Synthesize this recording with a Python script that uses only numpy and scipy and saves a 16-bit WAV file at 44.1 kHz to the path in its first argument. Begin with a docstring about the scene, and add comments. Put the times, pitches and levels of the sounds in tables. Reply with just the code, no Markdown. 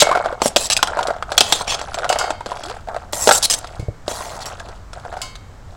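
"""A steel spoon pushes boiled corn off a hand-held steel plate into a metal bowl, close to the microphone.
From the start it scrapes and knocks on the plate, which its load damps; the hardest knocks overload
the microphone. Spoonfuls patter into the bowl, and the steel rings freely when the spoon glances off.
Midway the spoon's back squeaks; then come a last cluster of hard knocks and dull handling bumps.
Softer scrapes, a small pour and a final clink die away into the low rumble of the house."""
import sys
import numpy as np
from scipy import signal
from scipy.fft import rfft, irfft
from scipy.io import wavfile
from scipy.ndimage import uniform_filter1d

SR = 44100
rng = np.random.default_rng(int(sys.argv[2]) if len(sys.argv) > 2 else 0)


def unload_wav(signal):
    """Save mono or channel-first audio to the path in sys.argv[1] as 16-bit WAV at rate SR, clipped to [-1, 1]."""
    wavfile.write(
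        sys.argv[1],
        SR,
        np.round(np.clip(np.atleast_2d(signal).T, -1, 1) * 32767).astype(np.int16),
    )


N = 254016
T = np.arange(N) / SR
HIT_T = np.arange(SR // 8) / SR  # time axis of one impact [s]

# hollow tone of the bowl under landing corn: (frequency [Hz], level [dB])
BOWL_SPECTRUM = [(100, -23), (350, -9), (560, 0), (700, 7), (900, -1.5), (1200, -2.5), (1430, 0),
                 (1750, -10.5), (2600, -23.5), (5000, -44)]
# wet crackle of kernels: (frequency [Hz], level [dB])
CRACKLE_SPECTRUM = [(900, -19.5), (1800, 15.5), (4000, 14), (6000, 6.5), (8100, 8), (8800, -1.5),
                    (10500, 2), (12500, -45), (15700, -36)]
# the spoon ploughs through the heap: (start [s], end [s], level [dB])
PUSH_MOVES = [(.39, .52, -39.5), (.6, .87, -37.5), (1.28, 1.63, -31.5), (1.66, 1.95, -32.5),
              (2.47, 2.73, -32.5), (3.125, 3.42, -34.5), (3.45, 3.76, -39.5), (4.06, 4.53, -33.5),
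              (4.57, 4.72, -38.5), (4.92, 4.99, -38.5), (5.68, 5.76, -47)]
PUSH_RISE_S, PUSH_SETTLE_S = 0.013, 0.042


def amp(db):
    """Decibels to linear gain."""
    return 10 ** (np.asarray(db) / 20)


def unit_rms(x):
    """Scales to an rms of one."""
    return x / np.sqrt(np.mean(x ** 2) + 1e-20)


def unit_energy(x):
    """Scales to an energy of one."""
    return x / np.linalg.norm(x)


def unit_peak(x):
    """Scales to a peak of one."""
    return x / abs(x).max()


def decay(t, t60):
    """Envelope that falls by 60 dB in t60 seconds."""
    return np.exp(-np.log(1000) * t / t60)


def curve_at(points, hz):
    """Joins points by straight lines over log frequency."""
    f, value = np.transpose(points)
    return np.interp(np.log(hz + 1), np.log(f + 1), value)


def add(mix, at_s, sound):
    """Lays a sound into the mix."""
    part = mix[max(round(at_s * SR), 0):][:len(sound)]
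    part += sound[:len(part)]


def through(x, response):
    """Passes x through an impulse response."""
    return signal.fftconvolve(x, response)[:len(x)]


def colour(points, size=4096):
    """Minimum-phase impulse response shaped by (frequency [Hz], level [dB]) points."""
    log_gain = np.log(amp(curve_at(points, abs(np.fft.fftfreq(size, 1 / SR)))))
    spectrum = np.exp(np.conj(signal.hilbert(log_gain)))
    return unit_energy(np.fft.ifft(spectrum).real[:size // 2])


def resonate(x, hz, width_hz):
    """One resonance with a gain of one at its centre."""
    return signal.lfilter(*signal.iirpeak(hz, hz / width_hz, fs=SR), x)


def grains(n, per_s, spread_db):
    """Tiny impacts of random timing, size and sign."""
    size = amp(spread_db * np.minimum(rng.exponential(1, n), 3.5)) * rng.choice([-1, 1], n)
    return unit_rms(size * (rng.random(n) < per_s / SR))


def burst(t60, snap):
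    """A contact: one sharp spike, then dying chatter."""
    force = rng.standard_normal(len(HIT_T)) * decay(HIT_T, t60)
    force[0] = 2 + snap
    return force


def voiced(x, hz, boost_db, width_hz, bright_db):
    """The contact point favours one band; a sharper edge lifts the top octave."""
    x = x + (amp(boost_db) - 1) * resonate(x, hz, width_hz)
    return through(x, colour([(3000, 0), (7000, 0.57 * bright_db), (12000, bright_db)], size=256))


def wander(x, depth_db):
    """Resonances swell and give way as the contact travels over the plate."""
    bands = signal.stft(x, nperseg=512, noverlap=384)[2]
    patches = uniform_filter1d(rng.standard_normal(bands.shape), size=4, axis=0)
    patches = unit_rms(uniform_filter1d(patches, size=9, axis=1))
    return signal.istft(bands * amp(depth_db * patches), nperseg=512, noverlap=384)[1][:len(x)]


def flow(moves, rise_s, settle_s):
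    """Envelope of moving corn: it gets going, holds while the move lasts, then settles."""
    envelope = np.zeros(N)
    for start, end, db in moves:
        attack = np.clip((T - start) / rise_s, 0, 1)
        release = np.exp(-np.maximum(T - end, 0) / settle_s)
        envelope = np.maximum(envelope, amp(db) * attack * release)
    return envelope


def plate_response(ring_db=-5, t60=0.045):
    """Dense steel colour plus the plate's strongest modes, cut short by the corn."""
    # modes of the loaded plate: (frequency [Hz], level [dB])
    plate_modes = [(2460, -36.5), (3348, -32.5), (3521, -59), (3951, -52.5), (4258, -25.5), (4398, -41.5),
                   (4705, -62), (5055, -36), (5335, -31), (5534, -109), (5669, -27.5), (6336, -26),
                   (6503, -128), (7111, -28), (7354, -57), (7537, -32), (7677, -24.5), (8129, -23.5),
                   (9184, -51.5), (10099, -37.5)]
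    # broad tone of the steel: (frequency [Hz], level [dB])
    steel_spectrum = [(150, -33.5), (600, -9.5), (1500, -8), (2300, -3), (3000, -1), (4400, 2),
                      (5600, -0.5), (8200, -5), (8800, -8), (10400, -8), (11500, -16.5), (13500, -22),
                      (15600, -20)]
    modes = sum(amp(db) * np.sin(2 * np.pi * (hz * HIT_T + rng.random())) for hz, db in plate_modes)
    response = amp(ring_db) * unit_energy(modes * decay(HIT_T, t60))
    add(response, 0, colour(steel_spectrum))
    return unit_energy(response)


def room_tone(level_db=-38):
    """A steady bed of low house rumble and faint hiss."""
    # background of the house: (frequency [Hz], level [dB])
    house_spectrum = [(15, -5.5), (45, -5), (100, -8.5), (170, -18.5), (300, -25), (700, -25.5),
                      (1500, -29.5), (2500, -41), (7900, -43.5), (9000, -53), (15500, -60.5)]
    gain = amp(curve_at(house_spectrum, np.fft.rfftfreq(N, 1 / SR)))
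    return amp(level_db) * unit_rms(irfft(rfft(rng.standard_normal(N)) * gain, N))


def scrapes(plate, attack_s=0.001, release_s=0.0025, drag_db=-25.5):
    """Tiny slips of the spoon drive the plate's high modes, while the drag shakes its low ones."""
    # spoon slides on steel:
    # (start [s], end [s], mid-stroke level [dB], swell [dB], squeal [Hz], brightness [dB])
    strokes = [(0, 0.019, -7.5, -2.5, 4000, -3), (0.429, 0.483, -20.5, 13, 7200, 15),
               (0.577, 0.673, -24.5, 1, 4400, 12), (.7, .736, -13.5, 1, 4200, -2),
               (0.766, 0.78, -14.5, -8, 3760, 2), (1.417, 1.528, -30, -1, 3220, 4.5),
               (1.53, 1.624, -26.5, -8, 3630, 2), (1.673, 1.751, -22.5, -0.5, 5500, -8),
               (3.124, 3.299, -23.5, 8.5, 7200, 22), (3.321, 3.386, -17, -7, 7700, 15.5),
               (3.425, 3.459, -14.5, 6.5, 4200, 8.5), (3.499, 3.548, -14.5, -0.5, 8170, 4),
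               (3.55, 3.59, -38, 21, 7850, 16), (4.08, 4.38, -37.5, -13, 4320, 15),
               (4.404, 4.43, -33.5, 1, 4200, 0), (4.456, 4.528, -41.5, -32, 5640, 8)]
    # low body of the dragged plate: (frequency [Hz], level [dB])
    drag_spectrum = [(60, -11), (200, -4.5), (400, -6.5), (680, 4.5), (1100, 3.5), (1420, -34.5),
                     (1900, -0.5), (3500, -37)]
    out, body, t = np.zeros(N), colour(drag_spectrum), np.arange(SR // 2) / SR
    for start, end, db, swell_db, squeal_hz, bright_db in strokes:
        length = max(end - start, 0.005)
        contact = np.clip(t / attack_s, 0, 1) * np.exp(-np.maximum(t - length, 0) / release_s)
        pressure_db = db + swell_db * (np.minimum(t / length, 1) - 0.5)
        slips = grains(len(t), per_s=3000, spread_db=4.5)
        rub = wander(through(slips, plate), depth_db=4)
        rub = voiced(rub, squeal_hz, boost_db=4, width_hz=700, bright_db=bright_db)
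        # the low drag grows only slowly with the pressure
        drag = amp(drag_db + 0.3 * pressure_db) * unit_rms(through(slips, body))
        add(out, start, contact * (amp(pressure_db) * unit_rms(rub) + drag))
    return out


def moving_corn(tumble_db=-1, pour_crackle_db=-19.5, push_crackle_db=-11.5, tick_width_hz=1200):
    """Small kernels at many pitches: falling corn mostly plops, pushed corn crackles as it unsticks."""
    # a spoonful pours into the bowl: (start [s], end [s], level [dB])
    pours = [(0, .28, -23.5), (.88, 1.11, -25.5), (1.96, 2.28, -25), (2.86, 3.01, -35), (5.03, 5.21, -35)]
    poured = flow(pours, rise_s=0.035, settle_s=0.061)
    pushed = flow(PUSH_MOVES, PUSH_RISE_S, PUSH_SETTLE_S)
    plops, ticks = np.zeros(N), np.zeros(N)
    for hz in np.geomspace(380, 1800, 12):
        plops += resonate(grains(N, per_s=22, spread_db=-1), hz, hz / 3)
    for hz in np.linspace(1800, 11000, 24):
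        snaps = grains(N, per_s=130, spread_db=8)
        ticks += resonate(resonate(snaps, hz, tick_width_hz), hz, tick_width_hz)
    tumble = unit_rms(through(plops, colour(BOWL_SPECTRUM)))
    crackle = unit_rms(through(ticks, colour(CRACKLE_SPECTRUM)))
    crackle_envelope = amp(pour_crackle_db) * poured + amp(push_crackle_db) * pushed
    return tumble * amp(tumble_db) * (poured + pushed) + crackle * crackle_envelope


def knocks(plate, thud_gain_db=7, rebound_s=0.0049):
    """Each knock is a steel click and a hollow flexing thud; a spoon that is pressed on bounces once."""
    # spoon strikes the loaded plate: (time [s], click peak [dB], relative thud level [dB],
    # thud tilt [dB/octave], favoured mode [Hz], rebound share [0-1])
    strikes = [(.0214, 6, -5.5, -0.5, 7050, 0.31), (.4184, -5, -11.5, -3.5, 4400, 0),
               (.4579, -9, -11.5, -7.5, 5640, 0), (.5616, 2, -13, -3, 3640, 1),
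               (.7013, -7, -29, 5, 4350, 0.2), (.8285, 4.5, -14, 9.5, 8450, 0.03),
               (.8729, -13.5, -30, 10, 3300, 0), (1.0296, -13, -31, 4, 3300, 0),
               (1.0715, -11.5, -34, 8, 4400, 0), (1.2251, -19, -27, 14.5, 3150, 0.1),
               (1.3189, -15, -21.5, 5.5, 4320, 0.4), (1.3788, 13, -15, 8, 3430, 0),
               (1.4067, 6.5, -13.5, -2.5, 3180, 0.57), (1.5239, 5.5, -15.5, 5.5, 3520, 0.02),
               (1.7928, -20, -28.5, 2, 5710, 0.1), (1.8143, -16.5, -25.5, 5, 4750, 0),
               (1.9435, -10.5, -28, 5.5, 7500, 0.28), (1.9869, -15.5, -45, -2, 3330, 0),
               (2.044, -17.5, -27, 12, 3720, 0.3), (2.1271, -7.5, -20.5, 8, 4200, 0),
               (2.3052, -13.5, -16.5, 1, 3150, 0), (2.4604, -20.5, -25.5, -1, 4450, 0.7),
               (2.6364, -19, -33, -2, 3800, 0), (2.6983, -21, -30.5, 2.5, 2700, 0),
               (3.1323, -8.5, -19.5, -4, 7100, 0.02), (3.2735, -1.5, -7.5, -5.5, 5570, 0.67),
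               (3.2904, 1.5, -3.5, 1, 5900, 0.1), (3.3104, 1, -10, 9, 3800, 0.65),
               (3.5404, -12, -43, 16, 8140, 0), (3.6446, -24, -32, 8, 3700, 0),
               (4.0801, -9.5, -21, -5, 4650, 0), (4.1138, -23, -27, -7, 8060, 0),
               (4.5979, -22, -50, 2, 4240, 0.1), (4.6875, -28, -35.5, -2, 4750, 0.5),
               (4.9322, -25.5, -45, 17.5, 5340, 0.4), (5.3547, -24.5, -48.5, 13, 3680, 0.6)]
    # the plate's low flexing modes: (frequency [Hz], width [Hz], level [dB])
    flex_modes = [(398, 650, -5), (691, 350, 2), (1370, 690, -4.5)]
    out, pivot_hz = np.zeros(N), flex_modes[1][0]
    for onset, click_db, thud_db, tilt_db, mode_hz, rebound in strikes:
        for at, share in [(onset, 1), (onset + rebound_s, rebound)]:
            click = through(burst(t60=0.023, snap=2), plate)
            click = voiced(click, mode_hz, boost_db=5, width_hz=600, bright_db=-5)
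            add(out, at, share * amp(click_db) * unit_peak(click))
            force = burst(t60=0.031, snap=7.4)
            for hz, width_hz, mode_db in flex_modes:
                thud = resonate(resonate(force, hz, width_hz), hz, width_hz)
                level_db = thud_db + thud_gain_db + mode_db + tilt_db * np.log2(hz / pivot_hz)
                add(out, at, share * amp(level_db) * unit_peak(thud))
                force = -force  # neighbouring modes swing in opposite senses
    return out


def clinks(plate, ring_db=-4, shimmer_db=-9, tick_db=2, width_hz=350, bright_db=7):
    """Freed from the corn, the steel rings on: a sharp tick, then clear modes over a dense shimmer."""
    # spoon glances off: (time [s], level [dB], favoured mode [Hz], boost of that mode [dB])
    glances = [(0.026, -12, 2130, 14.5), (2.092, -12, 2800, 9), (2.1875, -11, 5000, 2.5),
               (3.796, -32.5, 2240, 10), (5.173, -34.5, 5000, 4), (5.2166, -17.5, 2900, 2)]
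    # free spoon and rim modes: (frequency [Hz], level [dB], t60 [s])
    free_modes = [(1044, 2, .4), (2137, -9, .7), (2229, -6, .7), (2654, -8, .55), (2900, -4, .3),
                  (3048, -10, .4), (3144, -11, .8), (3261, -11, .4), (3779, -8, .65), (4194, -14, .6),
                  (4387, -5, .35), (4608, -7, .55), (4870, -1, .25), (4925, -5, .4), (5313, -7, .24),
                  (5615, -5, .16), (6390, -3, .34), (6982, -2, .22), (7537, -11, .28), (7881, -8, .18),
                  (8247, -13, .28), (9722, -8, .12)]
    out, t = np.zeros(N), np.arange(SR) / SR
    for at, db, centre_hz, boost_db in glances:
        ring = np.zeros(SR)
        for hz, mode_db, t60 in free_modes:
            contact_db = boost_db * np.exp(-((hz - centre_hz) / width_hz) ** 2)
            partial = np.sin(2 * np.pi * (hz * t + rng.random()))
            ring += amp(mode_db + contact_db) * decay(t, t60) * partial
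        add(out, at, amp(db + ring_db) * unit_peak(ring))
        shimmer = rng.standard_normal(SR) * decay(t, t60=0.29)
        tick = burst(t60=0.04, snap=2)
        for force, layer_db in [(shimmer, shimmer_db), (tick, tick_db)]:
            layer = voiced(through(force, plate), centre_hz, boost_db, width_hz, bright_db)
            add(out, at, amp(db + layer_db) * unit_peak(layer))
    return out


def kernel_drops(rise_s=0.0023, t60=0.023, tick_db=-12):
    """A soft kernel lands with a short hollow plop and a wet tick in proportion."""
    # the heaviest kernels land: (time [s], plop peak [dB], pitch [Hz])
    landings = [(.069, -4.5, 730), (.091, -6.5, 624), (.114, -2.5, 1050), (0.126, -6.5, 1210),
                (.151, -6, 1416), (.156, -4, 700), (.173, -7.5, 734), (.246, -17, 620), (.259, -6, 675),
                (0.326, -15, 545), (0.79, -15, 1470), (.882, -13, 1410), (.971, -8, 654), (.99, -4.5, 955),
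                (1.009, -9, 770), (1.084, -9.5, 590), (1.105, -9, 670), (1.164, -20.5, 750),
                (1.609, -12.5, 983), (1.677, -16, 780), (1.721, -13.5, 1070), (1.748, -16.5, 724),
                (1.979, -24, 690), (2.052, -11.5, 730), (2.1, -1, 745), (2.158, -11.5, 690),
                (2.213, -9.5, 1410), (2.242, -10, 767), (2.407, -17, 960), (2.518, -10.5, 993),
                (2.767, -22, 773), (2.873, -24, 630), (2.886, -15, 714), (2.945, -15, 653),
                (2.964, -11.5, 652), (4.207, -17, 1050), (4.601, -21.5, 1640), (5.051, -18.5, 730),
                (5.126, -17.5, 680), (5.139, -20, 725), (5.168, -18, 760)]
    out, bowl, wet = np.zeros(N), colour(BOWL_SPECTRUM), colour(CRACKLE_SPECTRUM)
    for at, db, hz in landings:
        tone = np.sin(2 * np.pi * hz * HIT_T) * decay(HIT_T, t60) * (1 - np.exp(-HIT_T / rise_s))
        hollow = through(burst(t60=0.038, snap=0.96), bowl)
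        plop = unit_peak(tone) + unit_peak(hollow)
        tick = through(burst(t60=0.044, snap=5.7), wet)
        add(out, at, amp(db) * unit_peak(plop))
        add(out, at, amp(db + tick_db) * unit_peak(tick))
    return out


def taps(plate, gain_db=-13):
    """While it ploughs, the spoon keeps touching the plate lightly."""
    touches = through(grains(N, per_s=35, spread_db=4), burst(t60=0.018, snap=1.7))
    pushed = flow(PUSH_MOVES, PUSH_RISE_S, PUSH_SETTLE_S)
    return amp(gain_db) * pushed * unit_rms(through(touches, plate))


def squeak(tilt_db_per_octave=-7):
    """Regular stick and slip that quickens as the spoon speeds up."""
    # the spoon's back rubs: (time [s], pitch [Hz], level [dB])
    glide = [(2.645, 350, -54), (2.661, 304.5, -39), (2.689, 392, -34), (2.717, 495, -28.5),
             (2.745, 594, -62)]
    times, hz, db = np.transpose(glide)
    cycles = np.cumsum(np.interp(T, times, hz)) / SR
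    tone = sum(amp(tilt_db_per_octave * np.log2(k)) * np.sin(2 * np.pi * k * cycles)
               for k in range(1, 7))
    return tone * amp(np.interp(T, times, db)) * (T > times[0]) * (T < times[-1])


def handling_bumps(rise_s=0.0034, t60=0.047):
    """Soft low bumps that shake the hand-held plate a little."""
    # dull bumps of handling: (time [s], level [dB], pitch [Hz])
    bumps = [(3.795, -19.5, 102), (3.825, -24, 108), (3.884, -13.5, 102), (4.666, -28.5, 61)]
    out = np.zeros(N)
    muffled = colour([(80, 6.5), (300, 1.0), (600, -2), (1500, -32.5), (4000, -59)])
    for at, db, hz in bumps:
        thump = np.sin(2 * np.pi * hz * HIT_T) * decay(HIT_T, t60) * (1 - np.exp(-HIT_T / rise_s))
        shake = through(burst(t60=0.059, snap=2.3), muffled)
        add(out, at, amp(db) * (unit_peak(thump) + unit_peak(shake)))
    return out


def kitchen_reverb(x, predelay_s=0.0024, echoes_per_s=3000):
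    """Sparse reflections, each band dying at its own speed."""
    # decay of the kitchen: (frequency [Hz], t60 [s])
    decay_times = [(150, 0.34), (700, 0.3), (3000, 0.29), (8000, 0.19), (16000, 0.12)]
    n = SR // 2
    echoes = rng.choice([-1., 1.], n) * (rng.random(n) < echoes_per_s / SR) * (T[:n] > predelay_s)
    hz, t, bands = signal.stft(echoes, SR, nperseg=256)
    bands *= decay(t, curve_at(decay_times, hz)[:, None])
    tail = signal.istft(bands, SR, nperseg=256)[1]
    return through(x, unit_energy(tail))


def scene():
    """Spoon, plate and corn up close in mono, with a little of the room."""
    plate = plate_response()
    steel = knocks(plate) + taps(plate) + scrapes(plate) + clinks(plate)
    close = steel + kernel_drops() + moving_corn() + handling_bumps() + squeak()
    return (close + amp(-15) * kitchen_reverb(close) + room_tone())[None]


def record(dry):
    """The hardest knocks clip the microphone; a steep low-pass then trims the very top."""
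    lowpass = signal.firwin(511, cutoff=16200, window=("kaiser", 9), fs=SR)
    return signal.oaconvolve(np.clip(dry, -1, 1), lowpass[None], "same")


dry = scene()
out = record(dry)
unload_wav(out)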